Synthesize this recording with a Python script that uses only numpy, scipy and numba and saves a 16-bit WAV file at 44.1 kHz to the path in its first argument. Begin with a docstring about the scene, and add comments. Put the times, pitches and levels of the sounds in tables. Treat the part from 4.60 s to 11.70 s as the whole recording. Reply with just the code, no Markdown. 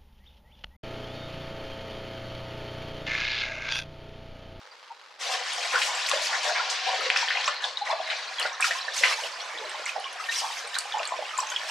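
"""A small walled outdoor pool at night, a swimmer a few metres from a stereo microphone.
First a faint trickle at the far edge. From 0.6 s hard strokes fold air into the water: big pockets
gulp, small bubbles fizz, thrown drops plink, hands slap, all coloured hollow by reflections at the
swimmer's position. Near 3 s a cloud of foam sings out, the hollowness fades back and the swimming eases
to paddling, drifting a little to the right until 7 s. The close walls return the splashes throughout."""
import sys
import numpy as np
from scipy import signal
from scipy.fft import rfft, irfft, next_fast_len
from scipy.io import wavfile
from scipy.ndimage import uniform_filter1d
from numba import njit

SR = 44100
rng = np.random.default_rng(int(sys.argv[2]) if len(sys.argv) > 2 else 0)


def persist_wave(psi):
    """Save psi, clipped to +-1, as 16-bit WAV."""
    counts = np.round(np.clip(psi, -1, 1) * 32767).astype(np.int16)
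    wavfile.write(sys.argv[1], SR, np.atleast_2d(counts).T)


N = 313229

# Levels in the tables are relative; each source adds its own gain.
# arms and feet through the surface: t/s, splash level/dB, spray against splash/dB, length/s
STROKES = [(0.703, 0, -1.5, 0.047), (1.027, -1, -11, 0.034), (1.11, 1, -6, 0.094), (1.178, -10.5, 13, 0.12),
           (1.328, -2, -10.5, 0.091), (1.493, 0, -5, 0.081), (1.61, -12, 14.5, 0.074),
           (1.701, 3, -90, 0.066), (1.823, -5.5, 7, 0.086), (1.943, 4, -14, 0.049), (2.243, -5.5, 2, 0.17),
           (2.413, -2.5, -3, 0.073), (2.553, -2, 4, 0.094), (2.748, -6, -4, 0.19), (2.862, -12, 10, 0.025),
           (3.011, -10, 3, 0.036), (3.245, -1, -10.5, 0.092), (3.459, -1, -16, 0.071),
           (3.79, 0.5, -12, 0.1), (4.001, -8, 10, 0.048), (4.039, -6.5, 14, 0.053), (4.095, -7, 1.5, 0.11),
           (4.331, -10.5, 9.5, 0.036), (4.357, -5, 10, 0.056), (4.416, 2.5, -1, 0.14),
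           (4.551, -8.5, 3.5, 0.14), (4.8, -8, -4.5, 0.016), (5.087, -7, -14.5, 0.15),
           (5.251, -7, -1, 0.065), (5.59, -14.5, 3, 0.16), (5.707, -5.5, 7, 0.12), (5.813, -12.5, 6, 0.22),
           (6.135, 0.5, -6, 0.03), (6.443, -29, 20, 0.0073), (6.769, -23.5, 23, 0.03),
           (6.89, -17, 12, 0.034), (7.072, -9, 5, 0.055)]
# hard swimming, then easy paddling: t/s, churn level/dB, upper edge of the fizz f/Hz
CHURN = [(0.6, -3.5, 9100), (0.76, -3.5, 7840), (0.815, -5.5, 7100), (0.88, -4, 7600), (1.04, -3.5, 8600),
         (1.12, -4, 8300), (1.75, -2.5, 6760), (2.1, -2.5, 4800), (2.822, -2, 4630), (2.98, -9, 5670),
         (3.08, -8.5, 6000), (3.15, -13.5, 6800), (3.57, -6.5, 7600), (3.66, -8.5, 7960), (3.74, -8, 8600),
         (3.9, -8.5, 8300), (3.97, -10.5, 8500), (4.15, -8, 8500), (4.7, -8, 9500), (5.5, -10, 10600),
         (6.0, -8.5, 11800), (6.6, -9, 11200), (7.1, -7, 11900)]
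# hollows left by arms and feet cave in: t/s, level/dB, pocket f/Hz, length/s
GURGLES = [(0.653, 5, 625, 0.15), (0.977, 3.5, 650, 0.083), (1.146, -0.5, 760, 0.061), (1.231, 4, 704, .11),
           (1.516, 7, 620, 0.089), (1.69, 2.5, 730, 0.13), (1.842, 13, 626, 0.055), (1.948, 3, 735, 0.18),
           (2.261, 11.5, 646, 0.083), (2.373, 12, 430, 0.066), (2.501, 4.5, 726, 0.041),
           (2.766, 3, 785, 0.031), (2.878, -8, 590, 0.016), (3.037, 5.5, 706, 0.03), (3.284, 7, 770, 0.086),
           (3.443, 1.5, 634, 0.086), (3.796, 7, 666, 0.053), (4.092, 4, 633, 0.01),
           (4.278, 3.5, 540, 0.046), (4.415, 8, 473, 0.12), (4.62, 6.5, 490, 0.03), (4.936, 8.5, 390, 0.12),
           (5.15, -4, 540, 0.03), (5.351, 8.5, 516, 0.038), (5.81, 5, 876, 0.052), (6.034, 3.5, 490, 0.033),
           (6.342, 6, 770, 0.065), (6.504, -2, 750, 0.01), (6.589, 0.5, 620, 0.013),
           (6.813, -1.5, 855, 0.084), (6.997, -2, 590, 0.057)]
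# a cloud of foam that coarsens as it dies: t/s, f/Hz, lift/dB
FOAM = [(0.6, 8450, 1), (1.75, 7000, 3), (2.15, 4800, 2), (2.8, 4060, 2), (2.97, 4160, 14),
        (3.08, 4400, 16.5), (3.2, 4060, 12.5), (3.7, 4190, 7.5), (4.3, 4000, 4), (4.8, 3870, -1)]
# spectrum of the whole crowd of bubbles: f/Hz, level/dB
CROWD_SPECTRUM = [(24, -58), (40, -56), (103, -45), (145, -30), (185, -31.5), (325, -27), (496, -11.5),
                  (740, -3.5), (903, -3), (1080, 0), (1310, -3.5), (1820, -1), (5580, -4.5), (8520, -13.5),
                  (12700, -23.5), (15500, -41)]
# single loud bubbles, from gulps to plinks: t/s, f/Hz, level/dB, length/cycles
BUBBLES = [(0.112, 4730, -47, 36), (0.303, 915, -35.5, 18), (0.933, 8940, -29, 18), (1.1359, 517, -34, 6.4),
           (1.1566, 1410, -15.5, 7.9), (1.165, 1094, -25.5, 11), (1.293, 968, -30, 15),
           (1.351, 7440, -28, 26), (1.4958, 6100, -18, 4.5), (1.514, 1120, -20, 4.4),
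           (1.5345, 557, -25, 6.6), (1.565, 597, -32, 4.8), (1.692, 930, -29, 5), (1.573, 3440, -23, 12),
           (1.831, 8730, -36, 22), (1.895, 1536, -22.5, 7.3), (1.9095, 693, -27, 12),
           (1.996, 1365, -24, 14), (2.001, 1008, -26, 17), (2.2671, 764, -24.5, 8.4), (2.287, 970, -26, 10),
           (2.408, 1310, -25.5, 9.9), (2.461, 515, -32.5, 7.2), (2.562, 2560, -20, 11),
           (2.5726, 5250, -15, 6), (2.6272, 918, -23, 7.4), (2.678, 1850, -22, 5.5),
           (2.6848, 3130, -19, 5.5), (2.751, 2100, -24.5, 9.4), (2.755, 750, -30.5, 5.6),
           (2.771, 2570, -17.5, 6.1), (2.878, 1118, -17, 9), (2.885, 1297, -21, 8.2),
           (2.88, 620, -33.5, 9.8), (2.8808, 7570, -28, 14), (3.026, 1667, -31.5, 39),
           (3.0417, 3580, -16, 8.7), (3.172, 3870, -19.5, 9.3), (3.2116, 820, -28, 18.7),
           (3.297, 937, -33, 13), (3.31, 4900, -27, 11), (3.326, 936, -25, 6.1), (3.3275, 652, -23.5, 8.5),
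           (3.4013, 720, -23.5, 5.8), (3.431, 4060, -41.5, 9.6), (3.515, 1468, -26, 7.2),
           (3.784, 3310, -27, 19), (3.798, 8260, -16, 2), (3.8, 3050, -24.5, 17), (3.8275, 4370, -20.5, 9),
           (3.8527, 610, -26, 4.3), (3.8525, 1440, -23.5, 16), (3.93, 5800, -31.5, 13),
           (3.999, 1114, -25, 5.4), (4.0078, 8300, -15.5, 5.4), (4.025, 2465, -12.5, 8.5),
           (4.043, 1407, -17.5, 8.5), (4.108, 663, -34, 9.6), (4.109, 1820, -20, 9),
           (4.1504, 1048, -30, 27), (4.185, 5320, -31, 25), (4.212, 4080, -27.5, 15),
           (4.227, 4000, -32, 23), (4.2822, 1750, -23, 8.1), (4.378, 6370, -22, 20), (4.41, 570, -33, 6.2),
           (4.4359, 2020, -12.5, 8.3), (4.585, 892, -29, 12), (4.637, 2940, -29, 11),
           (4.644, 620, -36, 5.2), (4.802, 4150, -31, 9.8), (4.818, 5660, -31.5, 14),
           (4.976, 3400, -28.5, 7.8), (4.986, 3850, -28, 8.3), (5.025, 880, -37.5, 14),
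           (5.095, 8250, -31, 13), (5.115, 1837, -31, 7.4), (5.144, 884, -30.5, 8.5),
           (5.195, 552, -34.5, 4.1), (5.257, 7670, -24, 6.4), (5.262, 2130, -23, 8.1),
           (5.292, 2530, -22.5, 9.2), (5.3612, 810, -23.5, 7.4), (5.4, 9800, -37, 13),
           (5.4425, 2950, -26, 9.6), (5.454, 1076, -32, 11), (5.529, 9760, -39.5, 24),
           (5.599, 1260, -27, 11), (5.687, 1820, -25, 20), (5.695, 3820, -25.5, 16),
           (5.7233, 2660, -24.5, 10), (5.726, 7340, -31, 18), (5.7365, 4260, -36, 12),
           (5.746, 4740, -26, 14), (5.755, 3540, -28, 9.9), (5.7602, 5700, -21, 14),
           (5.7908, 8450, -27.5, 17), (5.801, 6650, -29, 18), (5.802, 3000, -27, 12),
           (5.826, 1013, -40, 11), (5.8413, 870, -25.5, 12), (5.901, 874, -31, 8), (5.991, 6316, -32, 17),
           (6.073, 8640, -37.5, 42), (6.143, 3750, -25.5, 12), (6.153, 4100, -23, 14),
           (6.164, 1505, -25.5, 8), (6.1854, 9220, -22, 3.9), (6.187, 4410, -18.5, 6.5),
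           (6.254, 800, -35, 8), (6.323, 3530, -22.5, 8), (6.336, 3020, -32.5, 20), (6.34, 868, -24, 15),
           (6.369, 860, -24, 8.7), (6.377, 1030, -27.5, 7), (6.384, 7170, -30.5, 13),
           (6.395, 2670, -24, 6.8), (6.4004, 660, -27.5, 5.8), (6.453, 4380, -24, 10),
           (6.4545, 9650, -34, 14), (6.475, 7430, -22.5, 8.1), (6.5218, 920, -23, 4.5),
           (6.5192, 1087, -25, 7), (6.5205, 684, -24.5, 3.9), (6.539, 1054, -31.5, 18),
           (6.5893, 614, -27, 5.7), (6.6235, 807, -25, 4.1), (6.653, 2740, -30.5, 9.3),
           (6.736, 1260, -29.5, 16), (6.778, 7260, -21.5, 12), (6.786, 1014, -17.5, 7),
           (6.786, 7000, -30, 14), (6.803, 5800, -25.5, 17), (6.804, 7800, -24, 13), (6.828, 870, -31, 15),
           (6.87, 6300, -30, 20), (6.901, 6460, -26.5, 19), (6.918, 1494, -31.5, 13),
           (6.962, 3230, -15.5, 9), (7.032, 1760, -33, 6.6), (7.097, 2756, -28, 7.7)]
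# slaps of hands and wavelets, each a click and a shower: t/s, level/dB, centre f/Hz, decay/s
SLAPS = [(1.135, -25.5, 1280, 0.045), (1.217, -23, 2380, 0.025), (1.47, -26.5, 12000, 0.0027),
         (1.4885, -20, 7550, 0.0009), (1.496, -19, 8500, 0.001), (1.5146, -17, 3200, 0.0023),
         (2.099, -26.5, 4900, 0.031), (2.5018, -5.5, 2350, 0.00072), (2.5591, -23, 1960, .009),
         (2.572, -25, 4700, .004), (2.843, -20.5, 3300, 0.0039), (2.878, -17.5, 2580, 0.0011),
         (2.879, -23.5, 1270, 0.0062), (3.042, -36.5, 4230, 0.057), (3.174, -40.5, 3970, 0.04),
         (3.501, -26, 2320, 0.027), (4.001, -27.5, 1360, 0.025), (4.0433, -20, 2070, 0.0098),
         (4.109, -27, 2170, 0.022), (4.4364, -16.5, 1950, 0.024), (6.187, -13, 8100, 0.00061),
         (6.431, -26, 2510, 0.0046), (6.5215, -39, 1090, 0.005)]
# pockets squeezed shut: t/s, f/Hz, level/dB, swell/s, climb/share of f per swell
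CHIRPS = [(1.4625, 4240, -20.5, 0.0016, 0.17), (1.486, 2430, -23.5, 0.0021, 0.17),
          (1.6685, 4760, -20, 0.0014, 0.13), (2.541, 1400, -33, 0.0049, 0.21),
          (2.5603, 1710, -18.5, 0.0019, .2), (2.7037, 1920, -20.5, 0.0031, 0.27),
          (2.714, 1950, -23, 0.0027, 0.19), (2.856, 5750, -26, 0.0035, 0.089)]
# heaves of the surface as the biggest pockets close: t/s, f/Hz, level/dB
THUMPS = [(3.03, 70, -72), (3.205, 65, -79), (3.32, 90, -79), (3.995, 80, -82), (5.07, 75, -86),
          (5.35, 90, -77), (6.33, 95, -73), (6.585, 101, -69), (6.78, 90, -76)]
# the swimmer drifts to the right of the microphone: t/s, left minus right/dB
DRIFT = [(0.6, 1.8), (3.7, 1), (4.3, -1), (5.7, -0.5), (7.1, -1)]
# hollow colouring from reflections at the swimmer's position: f/Hz, width/Hz, gain/dB
COLOURING_BANDS = [(508, 32, 7), (666, 33, 0), (763, 23, 4.5), (907, 124, -5), (975, 30, 4.5),
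                   (1072, 22, 3.5), (1300, 210, -3), (1418, 43, 4), (1470, 44, 1), (1766, 116, 3.5)]
# the colouring is strongest before 3 s: t/s, share mixed in
COLOURING_SHARE = [(2.8, 0.86), (3.6, 0.38)]
# reverberation of the yard: f/Hz, t60/s
YARD_DECAY = [(200, 0.32), (1000, 0.26), (4000, 0.31), (12000, 0.24)]
# width of the diffuse sound at the microphone: f/Hz, side against mid/dB
STEREO_WIDTH = [(40, 4), (140, -28), (400, -17), (1000, -7.5), (4000, -7.5), (12000, -6.5)]
# spectrum of the trickle at the far edge: f/Hz, level/dB
TRICKLE_SPECTRUM = [(30, -63), (95, -50), (147, -32.5), (185, -34), (346, -19.5), (511, -6), (735, -9),
                    (815, -4), (1240, -4.5), (2370, -9.5), (4650, -11.5), (11300, -38), (13900, -45),
                    (15000, -56)]

WATER_DB = -30.5  # gain common to churning and froth
START_S, SWELL_S = 0.589, 0.029  # the water is set going
SPLASH_HZ, SPRAY_HZ = 2090, 8400  # where splash and spray ring


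def churning(crackle_db=-7.5, bubbling_db=-7.0, bubbling_top_hz=5000):
    """The water around the swimmer: short crackles of bursting froth and longer notes of trapped air."""
    crackle = crowd(count=60000, cycles=0.86, uneven_db=0.5, rise=0.011, scatter=0.42, thinning=0.5)
    bubbling = crowd(count=14000, cycles=3.14, uneven_db=2.5, rise=0.015, scatter=0.52, thinning=1.8)
    bubbling = coloured(bubbling, lambda hz: 10 * np.log10(rolloff(hz / bubbling_top_hz)))
    crackle = gain_of(crackle_db) * shaped(crackle, CROWD_SPECTRUM)
    bubbling = gain_of(bubbling_db) * shaped(bubbling, CROWD_SPECTRUM)
    return gain_of(WATER_DB) * (crackle + bubbling)


def crowd(count, cycles, uneven_db, rise, scatter, thinning):
    """Random bubbles of all sizes under the strokes; in calmer water they are fewer and stand apart."""
    when, size, strength, damping, climb, place, chance = rng.random((count, 7)).T
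    s, hz = when * N / SR, 300 * (15000 / 300) ** size
    times, levels, _ = np.transpose(CHURN)
    share = gain_of(thinning * (np.interp(s, times, levels) - levels.max()))
    turns = cycles * (hz / 1000) ** 0.5 * 2 ** (2 * damping - 1)  # small bubbles ring for more cycles
    uneven = gain_of(uneven_db * np.minimum(-np.log(1 - strength), 4))
    peak = hz / np.sqrt(turns) * stirring(s, hz) * uneven
    peak = peak * (chance < share) / np.sqrt(share)  # fewer bubbles carry the same power
    glide, pan = rise * (2 * climb - .5), scatter * (2 * place - 1)
    return unit_rms(ring(s, hz, peak, turns / hz, glide, pan, N, SR))


def stirring(s, hz, foam_octaves=0.099, gurgle_octaves=0.38, splash_low_hz=900, spray_reach=1.37):
    """How strongly bubbles of pitch hz are stirred at time s: churn, strokes and gurgles add in power."""
    hz = hz + 1
    octaves = np.log2(hz / SPLASH_HZ)
    times, levels, edges = np.transpose(CHURN)
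    churn_db, edge_hz = np.interp(s, times, levels), np.interp(s, times, edges)
    db_per_octave = 3.5 + 0.64 * churn_db  # harder churning makes smaller bubbles
    times, pitches, lifts = np.transpose(FOAM)
    foam_db = np.interp(s, times, lifts) * bell(hz, np.interp(s, times, pitches), foam_octaves)
    fizz_db = churn_db + db_per_octave * np.maximum(octaves, -1) + foam_db
    churn = gain_of(fizz_db) ** 2 * rolloff(hz / edge_hz)
    fineness = np.clip(octaves / np.log2(SPRAY_HZ / SPLASH_HZ), 0, 1) ** 0.74
    strokes = gurgles = 0
    for start, db, spray_db, length in STROKES:
        envelope = burst(s, start, 0.85 * length, attack_s=0.011, release_s=0.012)
        strokes += gain_of(db + spray_db * fineness) ** 2 * envelope
    strokes = strokes * rolloff(splash_low_hz / hz) * rolloff(hz / (spray_reach * edge_hz))
    for start, db, pitch, length in GURGLES:
        envelope = burst(s, start, length, attack_s=0.002, release_s=0.021)
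        gurgles += gain_of(db) ** 2 * bell(hz, pitch, gurgle_octaves) * envelope
    return np.sqrt(churn + strokes + gurgles) * np.clip((s - START_S) / SWELL_S, 0, 1)


def froth(level_db=-7, patchy_db=3.5):
    """Bubbles too many for the microphone to tell apart merge into a patchy wash."""
    hz, s, spectrum = signal.stft(rng.standard_normal((2, N)), SR, nperseg=512, noverlap=384)
    patches = uniform_filter1d(rng.standard_normal(spectrum.shape[1:]), size=7, axis=0)
    patches = unit_rms(uniform_filter1d(patches, size=9, axis=1))
    spectrum = spectrum * stirring(s, hz[:, None]) * gain_of(patchy_db * patches)
    wash = signal.istft(spectrum, SR, nperseg=512, noverlap=384)[1][:, :N]
    return gain_of(WATER_DB + level_db) * shaped(spread(wash), CROWD_SPECTRUM)


def plops(level_db=0.9, life_share=0.34, rise=0.017, scatter=0.41, steady_hz=2500,
          shed_db=-8, shed_cycles=11, shed_octaves=0.18):
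    """Loud single bubbles: big ones glide most, and each soon sheds a weaker one of nearly its size."""
    s, hz, db, cycles = np.transpose(BUBBLES)
    climb, place, lag, size = 2 * rng.random((len(s), 4)).T - 1
    glide = rise * (1 + 0.68 * climb) / (1 + hz / steady_hz) ** 2
    peak, life = gain_of(db + level_db), life_share * cycles / hz
    shed_s = s + shed_cycles * (1 + .5 * lag) / hz
    shed_hz = hz * 2 ** (shed_octaves * size)
    shed = ring(shed_s, shed_hz, peak * gain_of(shed_db), life, glide, -scatter * place, N, SR)
    return ring(s, hz, peak, life, glide, scatter * place, N, SR) + shed


def chirps():
    """A pocket that shrinks as it closes sweeps quickly upward."""
    s, hz, db, life, climb = np.transpose(CHIRPS)
    return ring(s, hz, gain_of(db), life, climb, 0 * s, N, SR)


def slap_clicks(level_db=0.5, cycles=0.65):
    """The sharp first contact of each slap with the surface."""
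    s, db, hz, _ = np.transpose(SLAPS)
    return ring(s, hz, gain_of(db + level_db), cycles / hz, 0 * s, 0 * s, N, SR)


def slap_showers(grainy_db=1.0, attack_s=0.00028, octaves=0.64, top_hz=10400):
    """A slap bursts a shower of tiny bubbles around one size, thinning out quickly."""
    out, t = np.zeros((2, N)), np.arange(SR // 4) / SR
    for s, db, centre, decay in SLAPS:
        grains = graininess(len(t), grainy_db, grain_samples=60)
        shower = spread(rng.standard_normal((2, len(t))) * grains)
        shower = coloured(shower,
                          lambda hz: -60 * np.log10(1 + (np.log2((hz + 1) / centre) / octaves) ** 2 / 4))
        shower = coloured(unit_rms(shower), lambda hz: 20 * np.log10(rolloff(hz / top_hz)))
        envelope = np.exp(-t / decay) * (1 - np.exp(-t / attack_s))
        add(out, s, gain_of(db) * shower * envelope)
    return out


def droplets(level_db=-31, uneven_db=6.0, centre_hz=5600, cycles=1.16, fall_s=0.025, count=24):
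    """Each stroke throws drops that tick back onto the surface during it and just after."""
    start, db, spray_db, length = np.repeat(STROKES, count, axis=0).T
    when, flight, size, strength, place = rng.random((len(start), 5)).T
    s = start + when * length - fall_s * np.log(1 - flight)
    hz = centre_hz * 2 ** (2 * size - 1)  # an octave either way
    drop_db = uneven_db * (np.minimum(-np.log(1 - strength), 3) - 2)
    peak = gain_of(level_db + db + spray_db + drop_db) * np.sqrt((1 - flight) * length / length.max())
    return ring(s, hz, peak, cycles / hz, 0 * s, place - 0.5, N, SR)


def thumps(swell_s=0.007):
    """The faint low push of water under a big plop."""
    s, hz, db = np.transpose(THUMPS)
    return ring(s, hz, gain_of(db), np.full_like(s, swell_s), 0 * s, 0 * s, N, SR)


def hollow_colouring(x):
    """Hollow colouring from reflections at the swimmer's position, strongest before 3 s."""
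    peaks_and_dips = sum((gain_of(db) - 1) * signal.lfilter(*signal.iirpeak(hz, hz / width, SR), x)
                         for hz, width, db in COLOURING_BANDS)
    return x + peaks_and_dips * over_time(COLOURING_SHARE)


def yard(x, early_db=6, early_s=0.011, paths=3, path_change_s=0.887):
    """Close walls give a dense slapback and a short tail; echo paths change as the splashes move about."""
    out = 0
    for k in range(paths):
        taps = rng.standard_normal((2, SR // 2)) * (rng.random((2, SR // 2)) < .08)
        taps[:, :SR // 400] = 0  # gap before the first echo reaches the microphone
        hz, t, spectrum = signal.stft(taps, SR, nperseg=256)
        decay_db = early_db * np.exp(-t / early_s) - 60 * t / at_hz(YARD_DECAY, hz)[:, None]
        tail = spread(signal.istft(spectrum * gain_of(decay_db), SR, nperseg=256)[1])
        tail = tail / np.linalg.norm(tail[0])
        share = np.sqrt(2 / paths) * np.cos(np.pi * (np.arange(N) / SR / path_change_s + k / paths))
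        out = out + signal.oaconvolve((share * x.mean(0))[None], tail, axes=1)[:, :N]
    return out


def trickle(level_db=-50.5, grainy_db=3):
    """Water running off at the far edge, fine and steady."""
    drops = rng.standard_normal((2, N)) * graininess(N, grainy_db, grain_samples=90)
    return gain_of(level_db) * shaped(spread(drops), TRICKLE_SPECTRUM)


@njit
def ring(s, hz, peak, life, rise, pan, n, sr):
    """Sums bubbles: sines that swell, die, and climb in pitch as they near the surface."""
    out = np.zeros((2, n))
    for k in range(len(s)):
        first, phase = int(s[k] * sr), 0.
        for i in range(max(0, min(int(9 * life[k] * sr), n - first))):
            age = i / (life[k] * sr)
            phase += 2 * np.pi * hz[k] * (1 + rise[k] * (age - 1.5)) / sr
            wave = peak[k] * age * np.exp(1 - age) * np.sin(phase)
            out[0, first + i] += wave * (1 + pan[k])
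            out[1, first + i] += wave * (1 - pan[k])
    return out


def burst(s, start, length, attack_s, release_s):
    """Power of one movement of the water: attack, hold, release."""
    attack = np.clip((s - start) / attack_s, 0, 1)
    release = np.exp(-np.maximum(s - start - length, 0) / release_s)
    return (attack * release) ** 2


def graininess(n, depth_db, grain_samples):
    """A gain that flickers at random."""
    return gain_of(depth_db * unit_rms(uniform_filter1d(rng.standard_normal(n), size=grain_samples)))


def bell(hz, centre, octaves):
    """A bell of bubble sizes around one pitch."""
    return np.exp(-(np.log2(hz / centre) / octaves) ** 2)


def rolloff(ratio):
    """Power passed by a steep edge, at this ratio of frequency to edge frequency."""
    return 1 / (1 + ratio ** 6)


def spread(pair):
    """Turns two unrelated signals, as mid and side, into left and right of a diffuse field."""
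    side = coloured(pair[1], lambda hz: at_hz(STEREO_WIDTH, hz))
    return np.array([pair[0] + side, pair[0] - side])


def coloured(x, db_at):
    """Filters x by a function from Hz to dB."""
    size = next_fast_len(x.shape[-1] + 2048)
    response = gain_of(db_at(np.fft.rfftfreq(size, 1 / SR)))
    return irfft(rfft(x, size) * response, size)[..., :x.shape[-1]]


def shaped(x, spectrum):
    """Filters x by a spectrum table and scales it to rms 1."""
    return unit_rms(coloured(x, lambda hz: at_hz(spectrum, hz)))


def at_hz(points, hz):
    """Reads a table on a log-frequency axis."""
    f, value = np.transpose(points)
    return np.interp(np.log(hz + 1), np.log(f + 1), value)


def over_time(points):
    """Reads a time table at every sample."""
    return np.interp(np.arange(N) / SR, *np.transpose(points))


def gain_of(db):
    """Decibels to amplitude."""
    return 10 ** (np.asarray(db) / 20)


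def unit_rms(x):
    """Scales to rms 1."""
    return x / np.sqrt(np.mean(x ** 2) + 1e-20)


def add(mix, s, sound):
    """Mixes a stereo sound in at time s."""
    part = mix[:, max(round(s * SR), 0):][:, :sound.shape[1]]
    part += sound[:, :part.shape[1]]


def scene(crowd_room_db=-5.0, plop_room_db=-5.5, plink_room_db=-5.0, low_hz=294, high_hz=12800):
    """At the microphone: the swimmer a few metres off, the yard walls around, the trickle behind."""
    water = churning()
    hits = plops() + chirps() + slap_clicks() + slap_showers() + droplets()
    hits = coloured(hits, lambda hz: 10 * np.log10(rolloff(low_hz / (hz + 1)) * rolloff(hz / high_hz)))
    hits_to_walls = coloured(hits, lambda hz: at_hz([(900, plop_room_db), (6000, plink_room_db)], hz))
    echoes = yard(gain_of(crowd_room_db) * water + hits_to_walls)
    swimmer = hollow_colouring(water + hits + echoes + froth()) + thumps()
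    balance = gain_of(np.outer([.5, -.5], over_time(DRIFT)))
    return swimmer * balance + trickle()


def record(dry, edge_hz=15600):
    """The band limit of the recorder behind the microphone."""
    lowpass = signal.firwin(511, edge_hz, window=("kaiser", 9), fs=SR)
    return signal.oaconvolve(dry, lowpass[None], "same")


dry = scene()
out = record(dry)
persist_wave(out)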